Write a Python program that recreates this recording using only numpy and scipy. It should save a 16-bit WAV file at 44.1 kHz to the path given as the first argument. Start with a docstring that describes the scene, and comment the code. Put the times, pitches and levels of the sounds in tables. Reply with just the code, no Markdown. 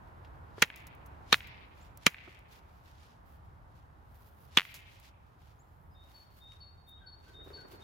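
"""Quiet winter woodland, microphones close to a seated man who knocks four flakes off a flint core.
Three hammerstone blows come early and one after a pause: contact click, second sharp pulse, thud into the leg pad.
The loose flake knocks back after some of them, the trees answer with echoes and chips patter down.
His jacket rubs throughout; toward the end a small bird repeats two notes, a crow calls far off and the sleeve flaps.
Solid sounds are filtered pulses, bursts and dying sines, cloth and air are shaped noise, birds are gliding sines."""
import sys
import numpy as np
from scipy import signal
from scipy.fft import rfft, irfft
from scipy.io import wavfile

SR = 44100
rng = np.random.default_rng(int(sys.argv[2]) if len(sys.argv) > 2 else 0)


def file_out(sig):
    """Save sig as 16-bit WAV at sys.argv[1]."""
    # one column per channel
    cols = np.atleast_2d(sig).T
    # limit, then scale
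    lim = np.clip(cols, -1, 1)
    pcm = np.round(lim * 32767).astype(np.int16)
    wavfile.write(sys.argv[1], SR, pcm)


N = 345303

# The four hammer blows. Each row: time in seconds, force in dB, relative thud in dB,
# brightness in dB per octave above 3 kHz, flake resonance in Hz, relative flake level in dB,
# relative ground knock in dB, grit in dB.
BLOWS = [(0.6229, -0.5, 1.5, 1, 2100, 18, 15, -16), (1.3269, 2, -2, -4, 3746, 24, 11, -6),
         (2.0656, 0.5, 4.5, 1, 2184, 17, 12, -13.5), (4.5727, -1, 1, -4, 3100, 25.5, 8, -12.5)]
# Colour of a dull knock of stone. Each row: frequency in Hz, relative level in dB.
KNOCK = [(100, -26.5), (600, -17), (1200, -5.5), (2000, 1), (3200, -4), (4500, -13), (6500, -24),
         (11000, -28.5), (16000, -37)]
# Colour of the echo from the trees. Each row: frequency in Hz, relative level in dB.
WOOD = [(100, -24), (700, -23.5), (1200, -12), (1700, -5.5), (2400, -4.5), (3300, -10), (4500, -12),
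        (7000, -14.5), (16000, -27.5)]


def amp(db):
    """Decibels to gain."""
    return 10 ** (np.asarray(db) / 20)


def evened(x):
    """Scales to rms 1."""
    return x / np.sqrt(np.mean(x ** 2) + 1e-20)


def read(points, hz):
    """Reads a table on a log-frequency axis."""
    f, value = np.transpose(points)
    return np.interp(np.log(hz + 1), np.log(f + 1), value)


def add(mix, s, sound):
    """Mixes a sound in at a time in seconds."""
    part = mix[..., max(round(s * SR), 0):][..., :sound.shape[-1]]
    part += sound[..., :part.shape[-1]]


def convolve(a, b):
    """Convolves mono or stereo sounds, keeping the length of the first."""
    return signal.fftconvolve(np.atleast_2d(a), np.atleast_2d(b), axes=1)[:, :np.shape(a)[-1]]


def pan(right_db):
    """Gains of the left and right channel, right_db apart."""
    return amp(np.array([[-.5], [.5]]) * right_db)


def click(spectrum, tilt_db=0, lead_ms=0, size=8192):
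    """The tightest causal (minimum-phase) pulse of this colour, reaching the left microphone lead_ms sooner."""
    hz = abs(np.fft.fftfreq(size, 1 / SR))
    octaves = np.log2(np.maximum(hz / 3000, 1))  # the tilt acts above 3 kHz
    log_gain = np.log(amp(read(spectrum, hz) + tilt_db * octaves))
    pulse = np.fft.ifft(np.exp(np.conj(signal.hilbert(log_gain)))).real
    pulse = np.roll(pulse, 6)  # room for the earlier channel
    lag = np.array([[-.5], [.5]]) * lead_ms / 1000
    shift = np.exp(-2j * np.pi * np.fft.rfftfreq(size, 1 / SR) * lag)
    pair = irfft(rfft(pulse) * shift)
    return pair * np.hanning(2 * size)[size:]


def burst(t60, same=0.94, per_s=SR, size=16384):
    """A stereo shower of tiny random impacts that dies 60 dB in t60 seconds, with energy 1."""
    t = np.arange(size) / SR
    impacts = rng.standard_normal((3, size)) * (rng.random(size) < per_s / SR)
    shared, *own = impacts
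    same = np.clip(same, 0, 1)
    x = np.sqrt(same) * shared + np.sqrt(1 - same) * np.array(own)
    x = x * amp(-60 * t / t60)
    return evened(x * np.hanning(2 * size)[size:]) / np.sqrt(size)


def wander(per_s, size=N):
    """Slow chance with rms 1: noise held below about per_s swings a second."""
    lowpass = 1 + (np.fft.rfftfreq(size, 1 / SR) / per_s) ** 4
    return evened(irfft(rfft(rng.standard_normal(size)) / lowpass, size))


def noise(spectrum, band=(0, SR)):
    """Stereo noise of this colour with rms 1 inside the band in Hz; the bass is nearly mono."""
    # Likeness of left and right in the open. Each row: frequency in Hz, correlation from -1 to 1.
    likeness = [(60, .88), (130, .8), (290, .5), (640, -0.18), (1400, -0.39), (3100, .2), (15000, .2)]
    hz = np.fft.rfftfreq(N, 1 / SR)
    a, b = rfft(rng.standard_normal((2, N)))
    same = np.clip(read(likeness, hz), -1, 1)
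    z = np.array([a, same * a + np.sqrt(1 - same ** 2) * b]) * amp(read(spectrum, hz))
    in_band = (hz >= band[0]) * (hz <= band[1])
    return irfft(z, N) / irfft(z * in_band, N).std()


def blows(contact_db=20.5, second_db=19, lead_in_db=10, scatter_db=11, thud_db=14, core_db=-24,
          second_delay_s=.00145, ground_s=.0033, flake_t60=0.044):
    """The hammerstone clicks on the core; a second sharp pulse, likely a close reflection, comes with the pad's thud."""
    # Colours of a blow: stone contact, second pulse, scatter from body and rocks, thud of the pad.
    # Each row: frequency in Hz, relative level in dB.
    contact = [(100, -24.5), (700, -25.5), (1200, -9), (2000, -11.5), (2800, -3.5), (3600, -14.5),
               (4600, -18), (6200, -9), (8500, -22), (11000, -30), (16000, -33.5)]
    second_pulse = [(100, -20.5), (750, -15.5), (1250, -4.5), (1900, -5.5), (2800, -11), (4000, -5),
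                    (5000, -15), (7000, -18.5), (8700, -20), (10500, -9.5), (16000, -24)]
    scatter = [(100, -18), (450, 0), (730, -9), (1300, 0.5), (2000, 1), (3200, -1), (4500, -9.5),
               (6500, -10), (8700, -26), (11000, -24), (16000, -30)]
    thud = [(30, -22.5), (90, -4.5), (125, -7), (170, 3), (260, 0.5), (350, -4), (480, -7), (700, -12),
            (1200, -29.5), (4000, -69.5)]
    lead_in_s = 0.0042  # a short grainy burst leads into each contact
    out = np.zeros((2, N))
    for s, force_db, weight_db, bright_db, flake_hz, flake_db, ground_db, _ in BLOWS:
        force = amp(force_db)
        lead_in_rise = np.minimum(np.arange(16384) / SR / lead_in_s, 1)
        grains = burst(t60=.02, same=.8, per_s=9000) * lead_in_rise
        grains = grains / np.linalg.norm(grains[0])
        add(out, s - lead_in_s, force * amp(lead_in_db) * convolve(grains, click(contact, bright_db)))

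        contact_click = pan(right_db=4) * click(contact, bright_db, lead_ms=-0.026)
        add(out, s, force * amp(contact_db) * contact_click)
        second = -click(second_pulse, bright_db, lead_ms=0.063)
        add(out, s + second_delay_s, force * amp(second_db) * second)
        thump = pan(right_db=2.5) * click(thud, lead_ms=0.19)
        add(out, s + second_delay_s, force * amp(weight_db + thud_db) * thump)

        # the running crack shakes the flake
        shaken = convolve(burst(flake_t60, same=.6), flake_pulse(flake_hz))
        add(out, s, amp(flake_db) * pan(right_db=2.5) * shaken)
        # the ground returns a duller copy; body and rocks scatter the rest
        add(out, s + ground_s, force * amp(ground_db) * click(KNOCK, lead_ms=0.032))
        scattered = convolve(burst(t60=.045, same=.6, per_s=6000), click(scatter, bright_db))
        add(out, s, force * amp(scatter_db) * pan(right_db=4.0) * scattered)
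        add(out, s, force * amp(core_db) * ring(uneven_db=2.5))
    return out


def flake_pulse(flake_hz, width=.2):
    """One broad resonance of the flake, set by its size; the width is in octaves."""
    return click([(flake_hz * 2 ** (k * width), -6 * k * k) for k in range(-3, 4)])


def ring(uneven_db=0, size=8192):
    """Dying modes of the hand-damped core, stirred unevenly; each microphone hears its own phase."""
    # Modes of the core. Each row: frequency in Hz, relative level in dB.
    modes = [(1200, -4.5), (1410, -0.5), (1690, -1.5), (1990, -1.5), (2530, 3), (2870, 2), (3245, -4),
             (3905, -3.5), (4220, -7), (5630, -17.5), (6390, -13.5), (7970, -22), (11400, -23),
             (15300, -21.5)]
    core_t60 = .05  # seconds
    t = np.arange(size) / SR
    out = np.zeros((2, size))
    for hz, db in modes:
        fading_db = db + uneven_db * rng.uniform(-1, 1) - 60 * t / core_t60
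        out += amp(fading_db) * np.sin(2 * np.pi * (hz * t + rng.random((2, 1))))
    return out


def rebounds(knock_db=16, core_db=-40, dulling=0.12):
    """The loosened flake knocks quickly back on the core; the softer the knock, the duller."""
    # Knocks of flake on core. Each row: time in seconds, relative level in dB.
    flake_knocks = [(0.6302, -10.5), (0.6387, -16.5), (0.647, -22), (1.3430, 0), (4.5856, -3),
                    (4.5965, -8.5), (4.6068, -16.5), (4.6178, -20.5), (4.6306, -32)]
    out = np.zeros((2, N))
    for s, db in flake_knocks:
        knock = -amp(knock_db) * click(KNOCK, dulling * db, lead_ms=.04)
        add(out, s, amp(db) * (knock + amp(core_db) * ring()))
    return out


def chips(landing_db=0):
    """Fine grit sprays from every blow; larger chips land on stone and leaves as a tick and a skitter."""
    # Landing chips. Each row: time in seconds, relative level in dB, brightness in dB per octave
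    # above 3 kHz, 60 dB decay in seconds.
    landings = [(0.248, -20, -14.5, 0.11), (0.7600, -23, 1, 0.019), (0.7738, -23.5, -1.5, 0.19),
                (0.8025, -26, -9, .02), (0.8692, -23.5, 1.5, 0.036), (0.951, -50, 8, 0.013),
                (1.0605, -34.5, 3, 0.062), (1.472, -31, 2.5, 0.057), (1.9740, -28, 4.5, 0.016),
                (2.348, -26, -8, 0.019), (2.391, -42, 2, 0.021), (4.7423, -9.5, -2, 0.2),
                (4.75, -24, -7, .02), (4.999, -35, 2.5, 0.032), (6.52, -25, -11, 0.013),
                (7.728, -28, -4, 0.022)]
    # Colour of a chip. Each row: frequency in Hz, relative level in dB.
    chip_colour = [(100, -17.5), (1000, -10), (3000, -6.5), (7000, -5.5), (8700, -13), (11000, -4.5),
                   (16000, -7.5)]
    out = np.zeros((2, N))
    for s, *_, grit_db in BLOWS:
        grit = convolve(burst(t60=.25, per_s=4000), click(chip_colour, tilt_db=-1))
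        add(out, s + .01, amp(grit_db) * grit)
    for s, db, bright_db, t60 in landings:
        first_tick = .5 * np.eye(1, 16384)  # a single impulse
        skitter = burst(t60, same=.6, per_s=4000) + first_tick
        add(out, s, amp(db + landing_db) * convolve(skitter, click(chip_colour, bright_db)))
    return out


def trunks(echo_db=-1, bark_db=0):
    """Near trunks each throw a blow back as one soft, dull knock, smeared by their bark."""
    # Single trunks. Each row: echo delay in seconds, relative level in dB.
    trunk_echoes = [(.0415, -18), (.0565, -18), (.079, -3), (.118, -13)]
    out = np.zeros((2, N))
    knock = click(WOOD, tilt_db=-22, lead_ms=.05)
    for s, *_ in BLOWS:
        for delay, db in trunk_echoes:
            smear = convolve(knock, burst(t60=0.011, same=1.0))
            add(out, s + delay, amp(db + echo_db) * (knock + amp(bark_db) * smear))
    return out


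def far_echo(crack_db=19, flake_share_db=-7):
    """The woods return each crack, broadly tinted by its flake, as a diffuse wash."""
    cracks = np.zeros((2, N))
    for s, force_db, _, bright_db, flake_hz, flake_db, *_ in BLOWS:
        tint = amp(flake_db + flake_share_db) * flake_pulse(flake_hz, width=.55)
        add(cracks, s, amp(crack_db + force_db) * click(KNOCK, bright_db + 3.5))
        add(cracks, s + .004, tint)
    return woodland(cracks, tail_db=-22.5, build_s=.08)


def woodland(x, tail_db=-24, build_s=.09):
    """The many far trees swell into a soft, grainy tail: sparse random taps dying at a rate set by pitch."""
    # Decay among the trees. Each row: frequency in Hz, 60 dB decay in seconds.
    wood_decay = [(200, .6), (1200, 0.56), (2400, 1.2), (5000, 0.85), (12000, 0.2)]
    sparse = rng.random((2, SR)) < 1500 / SR
    taps = rng.standard_normal((2, SR)) * sparse * amp(wander(per_s=23, size=SR))
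    hz, t, z = signal.stft(taps, SR, nperseg=256)
    build = 1 - np.exp(-t / build_s)
    z = z * amp(-60 * t / read(wood_decay, hz)[:, None]) * build
    tail = amp(tail_db) * evened(signal.istft(z, SR, nperseg=256)[1]) / np.sqrt(SR)
    return convolve(x, convolve(tail, click(WOOD)))


def jacket(rub_db=-1.0, weave_db=0, grain_db=2, scuff_db=1.5):
    """Cloth rubs in uneven grains of noise; the sleeve flaps and bumps."""
    # Colours of the cloth: rub, fine hiss of the weave, soft bump.
    # Each row: frequency in Hz, relative level in dB.
    rub_colour = [(150, -21.5), (600, -12), (1500, 4), (3200, 4), (5000, 0.5), (7000, -5), (8700, -12),
                  (11000, -9), (16000, -18)]
    weave_colour = [(300, -62), (6000, -16), (8700, -12.5), (10500, -4), (12500, -1), (15000, 0.5),
                    (16000, -7)]
    bump_colour = [(40, -18.5), (150, -16.5), (400, -0.5), (750, -14), (1500, -15), (4000, -40),
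                   (16000, -76)]
    # Soft bumps of the sleeve and the leg pad. Each row: time in seconds, relative level in dB.
    soft_bumps = [(0.58, 3), (2.276, -2), (7.462, -12.5), (7.503, -5.5), (7.652, -11.5)]
    rub, weave = cloth_motion()
    hiss = amp(rub_db) * rub * noise(rub_colour, band=(5200, 6900))
    hiss = hiss + amp(weave_db) * weave * noise(weave_colour, band=(10000, 15000))
    grains = evened(amp(grain_db * wander(per_s=280) + scuff_db * wander(per_s=30)))

    # the sleeve flaps as the arm swings out
    flap_start_s, flap_rise_s, flap_db, flutter_db = 7.136, 0.32, -60, 3.5
    arm_speed = np.clip((np.arange(N) / SR - flap_start_s) / flap_rise_s, 0, 1)
    flap = amp(flap_db) * arm_speed * noise(bump_colour, band=(200, 600))
    flutter = evened(amp(flutter_db * wander(per_s=35)))

    out = hiss * grains + flap * flutter
    for s, db in soft_bumps:
        add(out, s, amp(db) * convolve(click(bump_colour), burst(t60=.04, same=.8)))
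    return out


def cloth_motion():
    """Loudness of the rub and of the weave's hiss: idle fidgeting, single strokes, a brief hiss into each blow."""
    # Strokes of the moving arms. Each row: middle in seconds, nominal length in seconds,
    # relative rub in dB, relative fine hiss of the weave in dB.
    strokes = [(1.828, 0.12, -78.5, -81), (2.295, .16, -77, -88), (2.548, 0.077, -72, -74),
               (2.754, 0.19, -85.5, -84), (2.888, 0.07, -76, -79), (3.05, .17, -75.5, -87),
               (3.312, .09, -84.5, -75.5), (3.77, 0.092, -86, -91), (4.229, 0.21, -85, -73.5),
               (4.43, 0.1, -84, -72), (4.675, 0.1, -69, -66.5), (4.945, 0.15, -75, -81),
               (5.056, 0.061, -70, -75.5), (5.47, 0.096, -79, -81), (5.782, 0.42, -102, -84),
               (6.152, 0.21, -79, -76), (6.381, 0.098, -80.5, -73.5), (6.54, 0.1, -77.5, -86),
               (6.894, .035, -101, -68.5), (7.289, 0.11, -76.5, -82), (7.48, 0.07, -76.5, -73),
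               (7.58, 0.097, -74.5, -83), (7.725, 0.064, -71.5, -67.5), (7.82, .06, -74, -80)]
    stroke_edge = 2.5  # how squarely a stroke starts and stops
    fidget_db, fidget_sway_db, fidget_per_s = -94, 2.5, 4.5  # the cloth is never quite still
    lead_hiss_db, lead_hiss_rise_db_per_s = -61.5, 300  # a brief hiss rises steeply into each blow
    t = np.arange(N) / SR
    rub = weave = amp(fidget_db + fidget_sway_db * wander(per_s=fidget_per_s))
    for s, length, rub_db, weave_db in strokes:
        stroke = np.exp(-.5 * abs(2 * (t - s) / length) ** stroke_edge)
        rub = np.hypot(rub, amp(rub_db) * stroke)
        weave = np.hypot(weave, amp(weave_db) * stroke)
    for s, *_ in BLOWS:
        rub = rub + (t < s) * amp(lead_hiss_db - lead_hiss_rise_db_per_s * abs(s - t))
    return rub, weave


def birds(wet_db=-2, farness=0.12, near_db=-54.5):
    """The two-note song and a few single calls; the fainter a bird, the more of it is echo."""
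    # Thin chirps and a far crow. Each row: start in seconds, length in seconds, start, middle and
    # end pitch in Hz, direct level in dB before panning.
    single_calls = [(1.807, 0.032, 6260, 7320, 7460, -71.5), (5.588, .04, 6300, 7180, 7420, -73.5),
                    (5.905, 0.057, 5100, 5030, 5140, -82), (6.6, .05, 3230, 2966, 2485, -80),
                    (6.966, 0.091, 2700, 3430, 2687, -79), (7.0, 0.1, 1600, 1530, 1450, -67),
                    (7.255, 0.091, 1483, 1541, 1450, -66), (7.565, 0.079, 1526, 1526, 1410, -62.5)]
    # A small bird's low and high whistle. Each row: start in seconds, low note and high note
    # direct level in dB before panning.
    song = [(5.94, -69, -63), (6.402, -59.5, -59.5), (6.86, -60, -58), (7.33, -58, -54.5), (7.8, -61, -57)]
    high_after_s, song_waver = .197, 0.003  # wait for the high note; pitch waver as a share
    call_waver_hz, call_fade_db = 60, 3  # roughness of the pitch; fade along a call
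    notes = []
    for s, length, start_hz, middle_hz, end_hz, db in single_calls:
        call = whistle(length, start_hz, middle_hz, end_hz, call_fade_db, call_waver_hz / middle_hz)
        notes.append((s, db, call))
    for s, low_db, high_db in song:
        low = whistle(0.147, 3680, 3690, 3765, fade_db=1.3, waver=song_waver)
        high = whistle(0.11, 4480, 4425, 4430, fade_db=12, waver=song_waver)
        notes += [(s, low_db, low), (s + high_after_s, high_db, high)]
    direct, echoed = np.zeros((2, N))
    for s, db, note in notes:
        add(direct, s, amp(db) * note)
        add(echoed, s, amp(db + wet_db + farness * (near_db - db)) * note)
    return direct * pan(right_db=-4.5) + woodland(echoed, tail_db=2.5, build_s=0.025)


def whistle(length, start_hz, middle_hz, end_hz, fade_db, waver, flutter_db=1.6, size=16384):
    """A nearly pure note of rms about 1 that glides through three pitches as it fades."""
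    u = np.linspace(0, 1, int(length * SR))
    glide = np.polyfit([0, .5, 1], [start_hz, middle_hz, end_hz], 2)
    hz = np.polyval(glide, u)
    hz = hz * (1 + waver * wander(per_s=750, size=size)[:len(u)])
    flutter = flutter_db * wander(per_s=63, size=size)[:len(u)]
    swell = signal.windows.tukey(len(u), .35) * amp(fade_db * (.5 - u) + flutter)
    return np.sqrt(2) * swell * np.sin(2 * np.pi * np.cumsum(hz) / SR)


def air(rumble_share=0.39, rush_share=0.98, fizz_share=.45, rumble_db=-1, fizz_db=5,
        rumble_sway_db=1.26, rush_sway_db=.5):
    """Outdoor air: gusty low rumble, far-off rush and faint fizz follow one slow swell by different amounts."""
    # Colour of still air. Each row: frequency in Hz, relative density in dB per Hz.
    air_colour = [(15, -40), (28, -19.5), (45, -7.5), (80, -3.5), (130, -11), (230, -21.5), (480, -24.5),
                  (900, -19), (1500, -26), (2400, -40), (3600, -48), (5700, -58), (8700, -61.5),
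                  (13000, -58.5), (16000, -66)]
    # Swell of the far-off rush, used about its mean. Each row: time in seconds, relative level in dB.
    distant_swell = [(0.0, -62.5), (0.89, -64), (1.05, -62.5), (2.59, -68.5), (6.35, -72), (7.5, -70),
                     (7.83, -65)]
    # Soft gusts that lift the rumble. Each row: middle in seconds, nominal length in seconds, lift in dB.
    soft_gusts = [(0.2, 0.75, 3.5), (1.103, 0.59, 3), (3.704, .7, 2.5), (5.851, .4, 2)]
    t = np.arange(N) / SR
    bed = amp(-55.5) * noise(air_colour) * pan(right_db=1.1)
    low = signal.sosfiltfilt(signal.butter(2, 170, fs=SR, output="sos"), bed)
    high = signal.sosfiltfilt(signal.butter(2, 4500, "high", fs=SR, output="sos"), bed)
    swell = np.interp(t, *np.transpose(distant_swell))
    swell = swell - swell.mean()
    gust_db = sum(db * np.exp(-(2 * (t - s) / length) ** 4) for s, length, db in soft_gusts)
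    rumble_sway = rumble_sway_db * wander(per_s=3)
    rumble = low * amp(rumble_db + gust_db + rumble_share * swell + rumble_sway)
    rush = (bed - low - high) * amp(rush_share * swell + rush_sway_db * wander(per_s=1.8))
    fizz = high * amp(fizz_db + fizz_share * swell)
    return rumble + rush + fizz


def scene():
    """The knapper close by, the birds and the woods around him."""
    knapping = blows() + rebounds() + chips()
    echoes = trunks() + far_echo()
    return knapping + echoes + jacket() + birds() + air()


def record(dry, threshold_db=-24, squeeze=0.36, recover_db_per_s=72):
    """The cracks overload the input softly and make the gain control duck for a moment; then the band limit."""
    ceiling, duck_attack_s, edge_hz = .9, .045, 16100
    loaded = ceiling * np.tanh(dry / ceiling)
    power = signal.lfilter(np.ones(128) / 128, 1, (loaded ** 2).mean(0))
    power_db = 10 * np.log10(power + 1e-12)
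    # the level reading jumps up at once and sinks at a steady rate
    fall = np.arange(N) * recover_db_per_s / SR
    held_db = np.maximum.accumulate(power_db + fall) - fall
    over_db = np.maximum(held_db - threshold_db, 0)
    step = 1 / (duck_attack_s * SR)
    duck_db = squeeze * signal.lfilter([step], [1, step - 1], over_db)
    band_limit = signal.firwin(511, edge_hz, window=("kaiser", 9), fs=SR)
    return signal.oaconvolve(loaded * amp(-duck_db), band_limit[None], "same")


dry = scene()
out = record(dry)
file_out(out)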